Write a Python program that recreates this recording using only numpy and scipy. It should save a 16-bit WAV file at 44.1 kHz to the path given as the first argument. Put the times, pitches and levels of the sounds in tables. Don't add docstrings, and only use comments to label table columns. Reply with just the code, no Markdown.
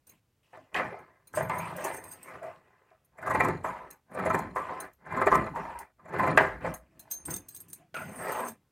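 import sys
import numpy as np
from scipy import signal
from scipy.fft import rfft, irfft, next_fast_len
from scipy.io import wavfile
from scipy.ndimage import uniform_filter1d, map_coordinates

SR = 44100
rng = np.random.default_rng(int(sys.argv[2]) if len(sys.argv) > 2 else 0)


def master_out(mix):
    frames = np.transpose(np.atleast_2d(mix))
    ceiling = np.clip(frames, -1, 1)
    pcm = np.round(ceiling * 32767).astype(np.int16)
    wavfile.write(sys.argv[1], SR, pcm)


N = 384111


def amp(db):
    return 10 ** (np.asarray(db) / 20)


def unit(x):
    return x / np.sqrt(np.mean(x ** 2) + 1e-20)


def along(points, hz):
    f, v = np.transpose(points)
    return np.interp(np.log(hz + 1), np.log(f + 1), v)


def curves(rows):
    s, *cols = np.transpose(rows)
    return [np.interp(np.arange(N) / SR, s, c, -150, -150) for c in cols]


def filtered(x, response):
    m = next_fast_len(len(x) + 4096)
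    return irfft(rfft(x, m) * response(np.fft.rfftfreq(m, 1 / SR)), m)[:len(x)]


def colour(spectrum):
    return lambda hz: amp(along(spectrum, hz))


def grit(spread_db, grain_s, count=N):
    knots = rng.standard_normal(int(count / SR / grain_s) + 4)
    swell = map_coordinates(knots, [np.arange(count) / SR / grain_s])
    return amp(spread_db * swell) * rng.standard_normal(count)


def patchy(x, patchy_db, size):
    z = signal.stft(x, nperseg=size)[2]
    field = uniform_filter1d(uniform_filter1d(rng.standard_normal(z.shape), 5, 0), 9, 1)
    return unit(signal.istft(z * amp(patchy_db * unit(field)), nperseg=size)[1][:N])


def add(track, s, sound):
    part = track[round(s * SR):][:len(sound)]
    part += sound[:len(part)]


# f/Hz, level/dB
QUIET_SPECTRUM = [(25, -18.5), (50, -6.5), (123, -1.5), (206, -11), (1700, -25), (2480, -26), (4250, -30.5),
                  (16000, -33)]
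QUIET_RMS_DB = -75


def quiet():
    return amp(QUIET_RMS_DB) * unit(filtered(grit(spread_db=1.0, grain_s=0.23), colour(QUIET_SPECTRUM)))


# t/s, level/dB
SWAY_LEVELS = [(3.1, -83), (3.43, -59.5), (3.88, -68.5), (4.05, -102), (4.4, -55.5), (5.05, -78),
               (5.33, -43), (5.45, -48.5), (5.83, -59.5), (5.89, -92), (6.3, -53), (6.69, -51), (6.96, -81),
               (7.35, -57), (7.5, -76)]
# f/Hz, level/dB
SWAY_SPECTRUM = [(20, -37), (40, -12), (55, 1), (75, -4), (120, -57.5)]


def sway():
    return amp(curves(SWAY_LEVELS)[0]) * unit(filtered(rng.standard_normal(N), colour(SWAY_SPECTRUM)))


# start/s, stop/s, f/Hz, level/dB
HUM_EVENTS = [(1.48, 1.745, 166.6, -41.5), (1.496, 1.6, 2107, -44.5), (1.5, 1.72, 994, -37.5),
              (1.605, 1.67, 2386, -44), (1.76, 1.847, 594, -43.5), (1.85, 1.923, 1777, -46),
              (1.85, 1.92, 940, -40), (2.248, 2.35, 2135, -58), (2.28, 2.4, 1242, -55),
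              (2.415, 2.523, 682, -45.5), (3.65, 3.852, 963, -43), (4.552, 4.803, 1018, -43),
              (5.54, 5.81, 937, -40.5), (7.798, 7.856, 686, -62.5), (7.949, 8.035, 1420, -40),
              (7.946, 8.016, 2456, -45.5), (8.411, 8.533, 235.5, -46.5)]
HUM_HALF_WIDTH_RATIO, HUM_EDGE_S, HUM_SAG_DB = .06, 0.034, -4.5


def hums():
    out = np.zeros(N)
    for start, stop, hz, db in HUM_EVENTS:
        edges = [(start - HUM_EDGE_S / 8, db - 18), (start, db),
                 (stop, db + HUM_SAG_DB), (stop + HUM_EDGE_S, db - 26.5)]
        level = amp(curves(edges)[0])
        mode = lambda f: 1 / (1 + ((f - hz) / (HUM_HALF_WIDTH_RATIO * hz)) ** 2)
        out += level * unit(filtered(rng.standard_normal(N), mode))
    return out


# t/s, level/dB
CLICK_EVENTS = [(.574, -66), (1.4966, -41.5), (2.431, -57), (3.4064, -39.5), (3.4509, -40), (3.4865, -41.5),
                (4.2379, -62), (4.351, -41), (4.392, -40), (4.9363, -62), (5.1254, -57), (5.3563, -33.5),
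                (5.465, -60.5), (6.378, -29.5), (6.6659, -57), (7.254, -45), (7.6855, -53), (7.733, -38.5),
                (7.9459, -50)]
# f/Hz, level/dB
BRIGHT_SPECTRUM = [(2200, -9.5), (3000, -12), (4500, -13), (7000, 2.5), (12500, -3.5), (16000, -17.5)]
CLICK_RISE_S, CLICK_T60_S = 0.00084, 0.0088


def clicks():
    level, t = np.zeros(N), np.arange(SR // 30) / SR - 4 * CLICK_RISE_S
    for s, db in CLICK_EVENTS:
        rise = np.exp(np.minimum(t, 0) / CLICK_RISE_S)
        add(level, s + t[0], amp(db - 60 * np.maximum(t, 0) / CLICK_T60_S) * rise)
    return level * unit(filtered(rng.standard_normal(N), colour(BRIGHT_SPECTRUM)))


JOSTLE_RAD, JOSTLE_STEP = .65, 105


def chime(modes_hz, modes, touches, scatter_db, damped_s):
    t = np.arange(SR // 4) / SR
    db, t60 = np.transpose(modes)[:, :, None]
    luck = rng.standard_normal((3, *db.shape))
    hz = np.c_[modes_hz] * (1 + 0.0023 * luck[0])
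    beat_hz = 35 * np.exp(0.56 * luck[2])
    beat = 1 + 0.62 * np.cos(2 * np.pi * beat_hz * t)
    steps = JOSTLE_RAD * rng.standard_normal((len(db), len(t) // JOSTLE_STEP)).cumsum(1)
    jostle = uniform_filter1d(steps.repeat(JOSTLE_STEP, 1), JOSTLE_STEP)
    decay = amp(db + scatter_db * luck[1] - 60 * t / t60 - 60 * t / damped_s)
    ring = decay * beat * np.sin(2 * np.pi * hz * t + jostle)
    return signal.fftconvolve(touches, ring.sum(0))


# t/s, relative levels of tick/dB, thick pair/dB, thin pair/dB
CLINK_EVENTS = [(0.0683, -43.5, -71, -62.5), (0.093, -38, -62.5, -75), (0.9882, -44.5, -79.5, -89),
                (1.272, -41, -64.5, -80), (1.3474, -44, -70, -44), (1.421, -49, -61, -59),
                (1.5826, -33, -53, -67), (1.7628, -34.5, -57, -59.5), (1.8428, -22, -56, -49.5),
                (1.938, -40.5, -73.5, -54), (1.965, -43.5, -73.5, -49.5), (2.0377, -38, -62, -53.5),
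                (2.1211, -37.5, -60, -53), (2.2273, -40.5, -77, -55), (3.045, -62, -79, -100.5),
                (3.9051, -29, -58.5, -77), (4.802, -21.5, -48.5, -57.5), (4.931, -54, -78, -89),
                (5.7893, -26.5, -56.5, -61.5), (6.7395, -23.5, -52.5, -87.5), (6.9936, -27, -58.5, -54.5),
                (7.1009, -51, -73.5, -50.5), (7.1095, -42, -57.5, -40), (7.2524, -35, -66, -48),
                (7.3015, -33.5, -63.5, -39.5), (7.3353, -29.5, -60.5, -40.5), (7.3614, -22, -65.5, -45.5),
                (7.4844, -31, -55.5, -52), (7.5441, -39, -57.5, -49.5), (7.5623, -31, -52.5, -62.5),
                (7.6028, -34, -75.5, -55.5), (7.683, -43.5, -89, -67), (7.6993, -41.5, -77.5, -57.5),
                (7.7302, -23.5, -56, -48), (8.317, -35, -67.5, -44.5), (8.397, -37, -70.5, -50.5),
                (8.4815, -23, -58, -47)]
STRONG_LOW_S = [.0695, 1.272, 6.9936, 7.1095]
THICK_MODES_HZ = [4100, 6515, 9480, 12830, 15140]
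# level/dB, t60/s
THICK_MODES = [(-21, 0.2), (-6, 0.13), (-3, .06), (-3.5, 0.19), (-8, .08)]
THIN_MODES_HZ = [1700, 3612, 4856, 6385, 7978, 8339, 8500, 9275, 12530, 13430, 14810]
# level/dB, t60/s
THIN_MODES = [(-20, 0.33), (-26, 0.49), (-18.5, 0.3), (-7.5, 0.55), (-16, 0.15), (0.5, .1), (2, 0.078),
              (-2.5, 0.78), (-2.5, 0.1), (-0.5, 0.1), (-9, .15)]
# f/Hz, level/dB
GLASS_SPECTRUM = [(2500, -40), (4000, -11), (6000, -8.5), (9000, 3), (11000, -3), (13500, -5),
                  (16000, -8.5)]
# t/s, relative level/dB
CHATTER_RUNS = [
    [(1.345, -59), (1.47, -74), (1.62, -65), (1.75, -76), (1.82, -63), (1.95, -57), (2.03, -71.5),
     (2.12, -57.5), (2.2, -77.5), (2.26, -66), (2.33, -93.5)],
    [(7.252, -58.5), (7.3, -53), (7.37, -51.5), (7.42, -80.5)],
    [(7.485, -62.5), (7.6, -66.5), (7.66, -84)],
    [(7.945, -56), (8.08, -64.5), (8.25, -52.5), (8.38, -58.5), (8.491, -50.5), (8.58, -100)],
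]
STRONG_LOW_DB = 14
CLINK_T60_S, FREE_RING = 0.22, 0.42


def bangles():
    out, ticks, t = np.zeros(N), np.zeros(N), np.arange(SR // 8) / SR
    rise = 1 - np.exp(-t / 0.0061)
    for s, tick_db, thick_db, thin_db in CLINK_EVENTS:
        t60 = CLINK_T60_S * amp(FREE_RING * (max(thick_db, thin_db) - tick_db))
        touches = rise * amp(-60 * t / (0.33 * t60)) * grit(spread_db=5.5, grain_s=0.0012, count=len(t))
        touches = touches / np.linalg.norm(touches)
        low_db, low_t60 = THICK_MODES[0]
        thick = [(low_db + STRONG_LOW_DB * (s in STRONG_LOW_S), low_t60), *THICK_MODES[1:]]
        thick_ring = chime(THICK_MODES_HZ, thick, touches, scatter_db=2.0, damped_s=5.6 * t60)
        thin_ring = chime(THIN_MODES_HZ, THIN_MODES, touches, scatter_db=5.0, damped_s=2.0 * t60)
        add(out, s, amp(thick_db + 11.0) * thick_ring)
        add(out, s, amp(thin_db) * thin_ring)
        tail = amp(-15 - 60 * t / 0.19) * (1 - t / t[-1])
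        snap = amp(-8 - 60 * t / 0.0052)
        add(ticks, s, amp(tick_db - 10.0) * (rise * (amp(-60 * t / (0.2 * t60)) + tail) + snap))
    level = sum(amp(curves(rows)[0]) for rows in CHATTER_RUNS)
    touches = grit(spread_db=3.5, grain_s=0.0018)
    rolling = chime(THIN_MODES_HZ, THIN_MODES, touches, scatter_db=1, damped_s=0.74)[:N]
    chatter = amp(7.0) * level * patchy(rolling, patchy_db=4.5, size=512)
    rustle = filtered(grit(spread_db=2.5, grain_s=0.002), colour(GLASS_SPECTRUM))
    glass = (ticks + amp(-11.5) * level) * patchy(rustle, patchy_db=2.5, size=256)
    return out + chatter + glass


# f/Hz, half width/Hz, level/dB
BLADE_MODES = [(4140, 200, -0.5), (7000, 240, -5), (9200, 270, -6)]
BLADE_OVER_BOOM_DB = -30.5


def blades():
    level = sum(amp(curves(cut(*row))[1] + BLADE_OVER_BOOM_DB) for row in CUT_EVENTS)
    steel = lambda f: sum(amp(db) / (1 + ((f - hz) / width) ** 2) for hz, width, db in BLADE_MODES)
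    return level * patchy(filtered(grit(spread_db=4.5, grain_s=0.0089), steel), patchy_db=2.5, size=512)


# first bite/s, full effort/s, stop/s, fade/s, rasp at stop/dB, boom at stop/dB
CUT_EVENTS = [(3.12, 3.271, 3.5, 0.22, -31.5, -31), (4.058, 4.174, 4.37, 0.37, -34, -33.5),
              (4.981, 5.127, 5.396, 0.3, -32, -33.5), (5.98, 6.17, 6.3, 0.35, -30, -29.5)]
BITE_DB, EARLY_DB, BOOM_EARLY_DB = -44.5, -3, -9.5
CUT_FADE_DB, BOOM_FADE_DB, HISS_FADE_DB = -50, -29, -28
CUT_HISS_DB = -31.5


def cut(bite, full, stop, fade, rasp, boom):
    rasps = rasp + np.array([BITE_DB, EARLY_DB, 0, CUT_FADE_DB])
    booms = boom + np.array([BITE_DB, BOOM_EARLY_DB, 0, BOOM_FADE_DB])
    hisses = rasp + CUT_HISS_DB + np.array([BITE_DB, EARLY_DB, 0, HISS_FADE_DB])
    return np.c_[[bite, full, stop, stop + fade], rasps, booms, hisses]


PUSH_RISE_S, PUSH_STOP_S, PUSH_EDGE_DB, PUSH_HISS_DB = 0.059, 0.1, -14.5, -22


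def push(start, stop, first, last, boom):
    rasps = np.array([first + PUSH_EDGE_DB, first, last, last + 2 * PUSH_EDGE_DB])
    times = [start, start + PUSH_RISE_S, stop, stop + PUSH_STOP_S]
    return np.c_[times, rasps, rasps + boom, rasps + PUSH_HISS_DB]


SLAM_RISE_S, SLAM_BOOM_DB, SLAM_HISS_DB = 0.028, -11, -25


def slam(s, db, t60):
    rasps = db + np.array([-20, 0, -60])
    return np.c_[[s, s + SLAM_RISE_S, s + t60], rasps, rasps + SLAM_BOOM_DB, rasps + SLAM_HISS_DB]


BOARD_MODES_HZ = [400, 525, 640, 732, 840, 890, 1032, 1072, 1180, 1295, 1480, 1618, 1750, 1917, 2050, 2370]
BOARD_MODES_DB = [6.5, 6.5, 7.5, 1.5, -8, 1.5, 6, 2.5, 6, 7.5, 5, 5.5, 4, 1, 3.5, 7.5]
# f/Hz, level/dB
WOOD_SPECTRUM = [(150, -41), (250, -10.5), (812, -2.5), (1060, -5.5), (1360, -9), (2000, -7.5),
                 (2920, -28.5), (5000, -36.5), (6500, -63), (11000, -120)]
BOARD_WIDTH_HZ = 33


def wood(hz, share=0):
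    half = 1j * BOARD_WIDTH_HZ / 2
    lift = amp(np.c_[BOARD_MODES_DB] + share) * half / (np.c_[BOARD_MODES_HZ] - hz + half)
    return amp(along(WOOD_SPECTRUM, hz)) * (1 + lift.sum(0))


# start/s, stop/s, rasp at start/dB, rasp at stop/dB, boom over rasp/dB
PUSH_EVENTS = [(3.63, 3.932, -41, -56.5, -13), (4.562, 4.854, -42, -44.5, -16),
               (5.542, 5.826, -40.5, -48.5, -16.5), (6.61, 6.747, -35, -48, -3)]
# t/s, rasp/dB, t60/s
SLAM_EVENTS = [(.75, -29.5, 0.64), (6.378, -23, 0.38)]
# t/s, wood rasp/dB, table boom/dB, cloth hiss/dB
HANDLING_RUNS = [
    [(.06, -86, -80, -99), (.08, -71, -71, -71), (.14, -71.5, -65, -74.5), (.2, -95, -91, -82)],
    [(.43, -87, -90, -78), (.52, -73, -76, -80), (.55, -52, -61, -72), (.62, -74, -62, -78),
     (.71, -70, -81, -90), (.745, -48, -51, -70)],
    [(1.26, -91, -86, -96), (1.29, -76, -72, -75), (1.328, -70, -63, -96), (1.36, -47, -45.5, -51.5),
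     (1.44, -37, -42.5, -65), (1.485, -46, -45, -74), (1.52, -36.5, -47, -61), (1.7, -40.5, -49, -58.5),
     (1.745, -45.5, -49, -63), (1.88, -38, -54, -52), (2.02, -49, -54, -74), (2.19, -59.5, -65, -71)],
    [(2.19, -64, -64, -70), (2.35, -46, -59, -64.5), (2.41, -55, -60, -73.5), (2.47, -47.5, -58.5, -67),
     (2.62, -66.5, -73, -82), (2.92, -69, -90, -87), (3.12, -85, -79, -99)],
    [(6.82, -80.5, -68.5, -90), (7.09, -63.5, -66.5, -76), (7.25, -67, -62, -80), (7.31, -46.5, -40, -60.5),
     (7.44, -71, -62.5, -79.5), (7.7, -71, -61.5, -78), (7.82, -69, -67.5, -77.5), (7.93, -89, -75, -106)],
    [(7.93, -91, -66, -91), (7.99, -45, -46, -59), (8.06, -48, -46.5, -63), (8.14, -47, -50.5, -68.5),
     (8.3, -34, -48, -52.5), (8.43, -37, -59, -58), (8.49, -45, -55, -64), (8.6, -81.5, -74, -93),
     (8.71, -87, -86, -109)],
]
# f/Hz, level/dB
BOOM_SPECTRUM = [(25, -33), (42, -26.5), (91, -3), (130, -4.5), (167, 1), (206, -5.5), (290, -8.5),
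                 (350, -9.5), (460, -18), (770, -120)]
# f/Hz, level/dB
HISS_SPECTRUM = [(1470, -24), (2500, -1.5), (3180, -10.5), (3490, -17), (6250, -20), (8080, -19.5),
                 (9360, -22), (14900, -29.5), (16000, -29.5)]


def rubbing():
    moves = [cut(*r) for r in CUT_EVENTS] + [push(*r) for r in PUSH_EVENTS]
    moves += [slam(*r) for r in SLAM_EVENTS] + HANDLING_RUNS
    rasp, boom, hiss = sum(amp(curves(rows)) for rows in moves)
    scrape = filtered(grit(spread_db=2.5, grain_s=.005), wood)
    panel = filtered(grit(spread_db=1.5, grain_s=.03), colour(BOOM_SPECTRUM))
    cloth = filtered(grit(spread_db=1.5, grain_s=0.001), colour(HISS_SPECTRUM))
    body = rasp * patchy(scrape, patchy_db=2.5, size=1024)
    low = boom * patchy(panel, patchy_db=3, size=2048)
    return body + low + amp(3.0) * hiss * patchy(cloth, patchy_db=3.5, size=256)


def blow(shape, top_hz):
    shove = np.pad(shape * grit(spread_db=2.0, grain_s=0.0022, count=len(shape)), (SR // 100, 0))
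    share = rng.normal(0, 4.1, (len(BOARD_MODES_DB), 1))
    focus = lambda hz: .5 + np.exp(-(np.log((hz + 1) / top_hz) / 0.15) ** 2)
    out = filtered(shove, lambda hz: wood(hz, share) * focus(hz))
    out = out * np.clip(np.arange(len(out)) / (SR // 200), 0, 1)
    return amp(-8.5) * out * np.linalg.norm(shape) / np.linalg.norm(out)


# t/s, relative level/dB, loudest f/Hz, crunch over it/dB, t60/s
KNOCK_EVENTS = [(0.532, -37, 820, -29, 0.078), (0.572, -36, 625, -30, 0.066),
                (0.748, -17.5, 1700, -23, 0.076), (0.761, -22.5, 2040, -33, 0.23),
                (0.796, -17.5, 1890, -42, 0.069), (1.339, -26.5, 1410, -12.5, 0.038),
                (1.373, -15, 596, -22, 0.13), (1.407, -18, 600, -24.5, 0.074),
                (1.497, -16, 1010, -24, 0.043), (1.774, -32, 650, -17.5, 0.16),
                (1.848, -20.5, 910, -9.5, 0.11), (2.282, -38, 2190, -16, 0.14),
                (2.429, -32, 620, -32, 0.35), (2.914, -44.5, 690, -29, 0.032),
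                (3.645, -20.5, 1070, -28.5, 0.29), (4.56, -18.5, 1080, -30.5, 0.25),
                (4.687, -26.5, 1020, -51, 0.29), (5.56, -22.5, 940, -26.5, 0.14),
                (6.375, -0.5, 1750, -33, 0.051), (6.397, -14, 1610, -45, 0.085),
                (6.644, -21, 573, -47, 0.23), (7.282, -29, 494, -9.5, 0.051),
                (7.943, -25, 1455, -26, 0.019), (7.966, -25.5, 1450, -27, 0.04)]
# t/s, relative level/dB, loudest f/Hz, crunch over it/dB
JERK_EVENTS = [(3.184, -34.5, 2120, -22.5), (3.225, -29.5, 1350, -19.5), (3.271, -18.5, 1150, -20),
               (3.307, -14.5, 1060, -22.5), (3.348, -12, 950, -23.5), (3.403, -8, 2040, -28),
               (3.444, -16.5, 1090, -24), (3.482, -18, 404, -29), (4.116, -37, 518.8, -21),
               (4.147, -31.5, 510, -16), (4.19, -21, 1330, -25), (4.259, -12.5, 586, -26.5),
               (4.3, -13.5, 1310, -26), (4.342, -12.5, 940, -22), (4.39, -21, 890, -17),
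               (5.065, -33.5, 1610, -22.5), (5.121, -28, 1060, -22.5), (5.171, -16, 1080, -27.5),
               (5.214, -10.5, 1180, -29.5), (5.269, -6.5, 400, -30), (5.318, -5, 1130, -30.5),
               (5.349, -8.5, 1090, -24), (5.465, -23, 1130, -32), (5.994, -46.5, 1170, -32),
               (6.055, -37.5, 624, -26.5), (6.087, -38.5, 2060, -19), (6.138, -20.5, 375, -28),
               (6.193, -10.5, 945, -29.5), (6.231, -13, 920, -31), (6.272, -15.5, 1030, -25.5)]
# t/s, relative level/dB, t60/s
CRACK_EVENTS = [(0.7443, -18, 0.035), (0.761, -25.5, 0.21), (1.497, -33, .1), (2.5605, -48, 0.017),
                (2.904, -53, .02), (6.3745, -14, 0.077), (7.943, -26, .04), (7.9653, -32.5, 0.11)]
# f/Hz, level/dB
CRACK_SPECTRUM = [(1000, -26), (2500, 7.5), (3300, -6), (4100, -11.5), (4600, -14.5), (14900, -37),
                  (16000, -40)]
CRUNCH_LEAD_S, CRUNCH_RISE_S = 0.012, 0.0086
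JERK_RISE_S, JERK_LEAD_S, JERK_T60_S, TEAR_S = 0.0071, .003, 0.044, .007


def knocks():
    out, crunch, crack, t = np.zeros(N), np.zeros(N), np.zeros(N), np.arange(SR // 4) / SR
    early = (SR // 100) / SR
    rumble = amp(-12.5 - 60 * t / 0.37)
    for s, db, top_hz, crunch_db, t60 in KNOCK_EVENTS:
        decay = amp(-60 * t / t60)
        shape = amp(-2.5 - 60 * t / 0.023) + (1 - np.exp(-t / 0.0033)) * (decay + rumble)
        add(out, s - early, amp(db) * blow(shape, top_hz))
        tear = (1 - np.exp(-t / CRUNCH_RISE_S)) ** 2 * decay
        add(crunch, s - CRUNCH_LEAD_S, amp(db + crunch_db) * tear)
    burst = np.exp(-.5 * (t / TEAR_S - 2.6) ** 2)
    rustle = amp(-6 - 60 * t / 0.25) * (1 - np.exp(-t / TEAR_S))
    for s, db, top_hz, crunch_db in JERK_EVENTS:
        shape = (1 - np.exp(-t / JERK_RISE_S)) ** 2 * (amp(15.5 - 60 * t / JERK_T60_S) + rumble)
        add(out, s - early - JERK_LEAD_S, amp(db) * blow(shape, top_hz))
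        add(crunch, s - 2 * TEAR_S, amp(db + crunch_db - 14.5) * (burst + rustle))
    for s, db, t60 in CRACK_EVENTS:
        add(crack, s, amp(db - 9 - 60 * t / t60))
    tearing = filtered(grit(spread_db=3, grain_s=0.001), colour(BRIGHT_SPECTRUM))
    fibres = patchy(tearing, patchy_db=4, size=256)
    return out + crunch * fibres + crack * unit(filtered(rng.standard_normal(N), colour(CRACK_SPECTRUM)))


# f/Hz, level/dB
SIDE_OVER_MID = [(2500, -28), (4000, -6), (8000, -13), (15000, -13)]


def scene():
    mid = quiet() + sway() + hums() + clicks() + bangles() + blades() + rubbing() + knocks()
    hz, _, z = signal.stft(mid, SR, nperseg=256)
    turn = np.exp(2j * np.pi * rng.random(z.shape))
    side_gain = amp(along([(2000, -120)] + SIDE_OVER_MID, hz))[:, None]
    side = signal.istft(z * turn * side_gain, SR, nperseg=256)[1][:N]
    return np.array([mid + side, mid - side])


TOP_HZ = 15900


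def record(dry):
    return np.array([filtered(channel, lambda hz: hz < TOP_HZ) for channel in dry])


dry = scene()
out = record(dry)
master_out(out)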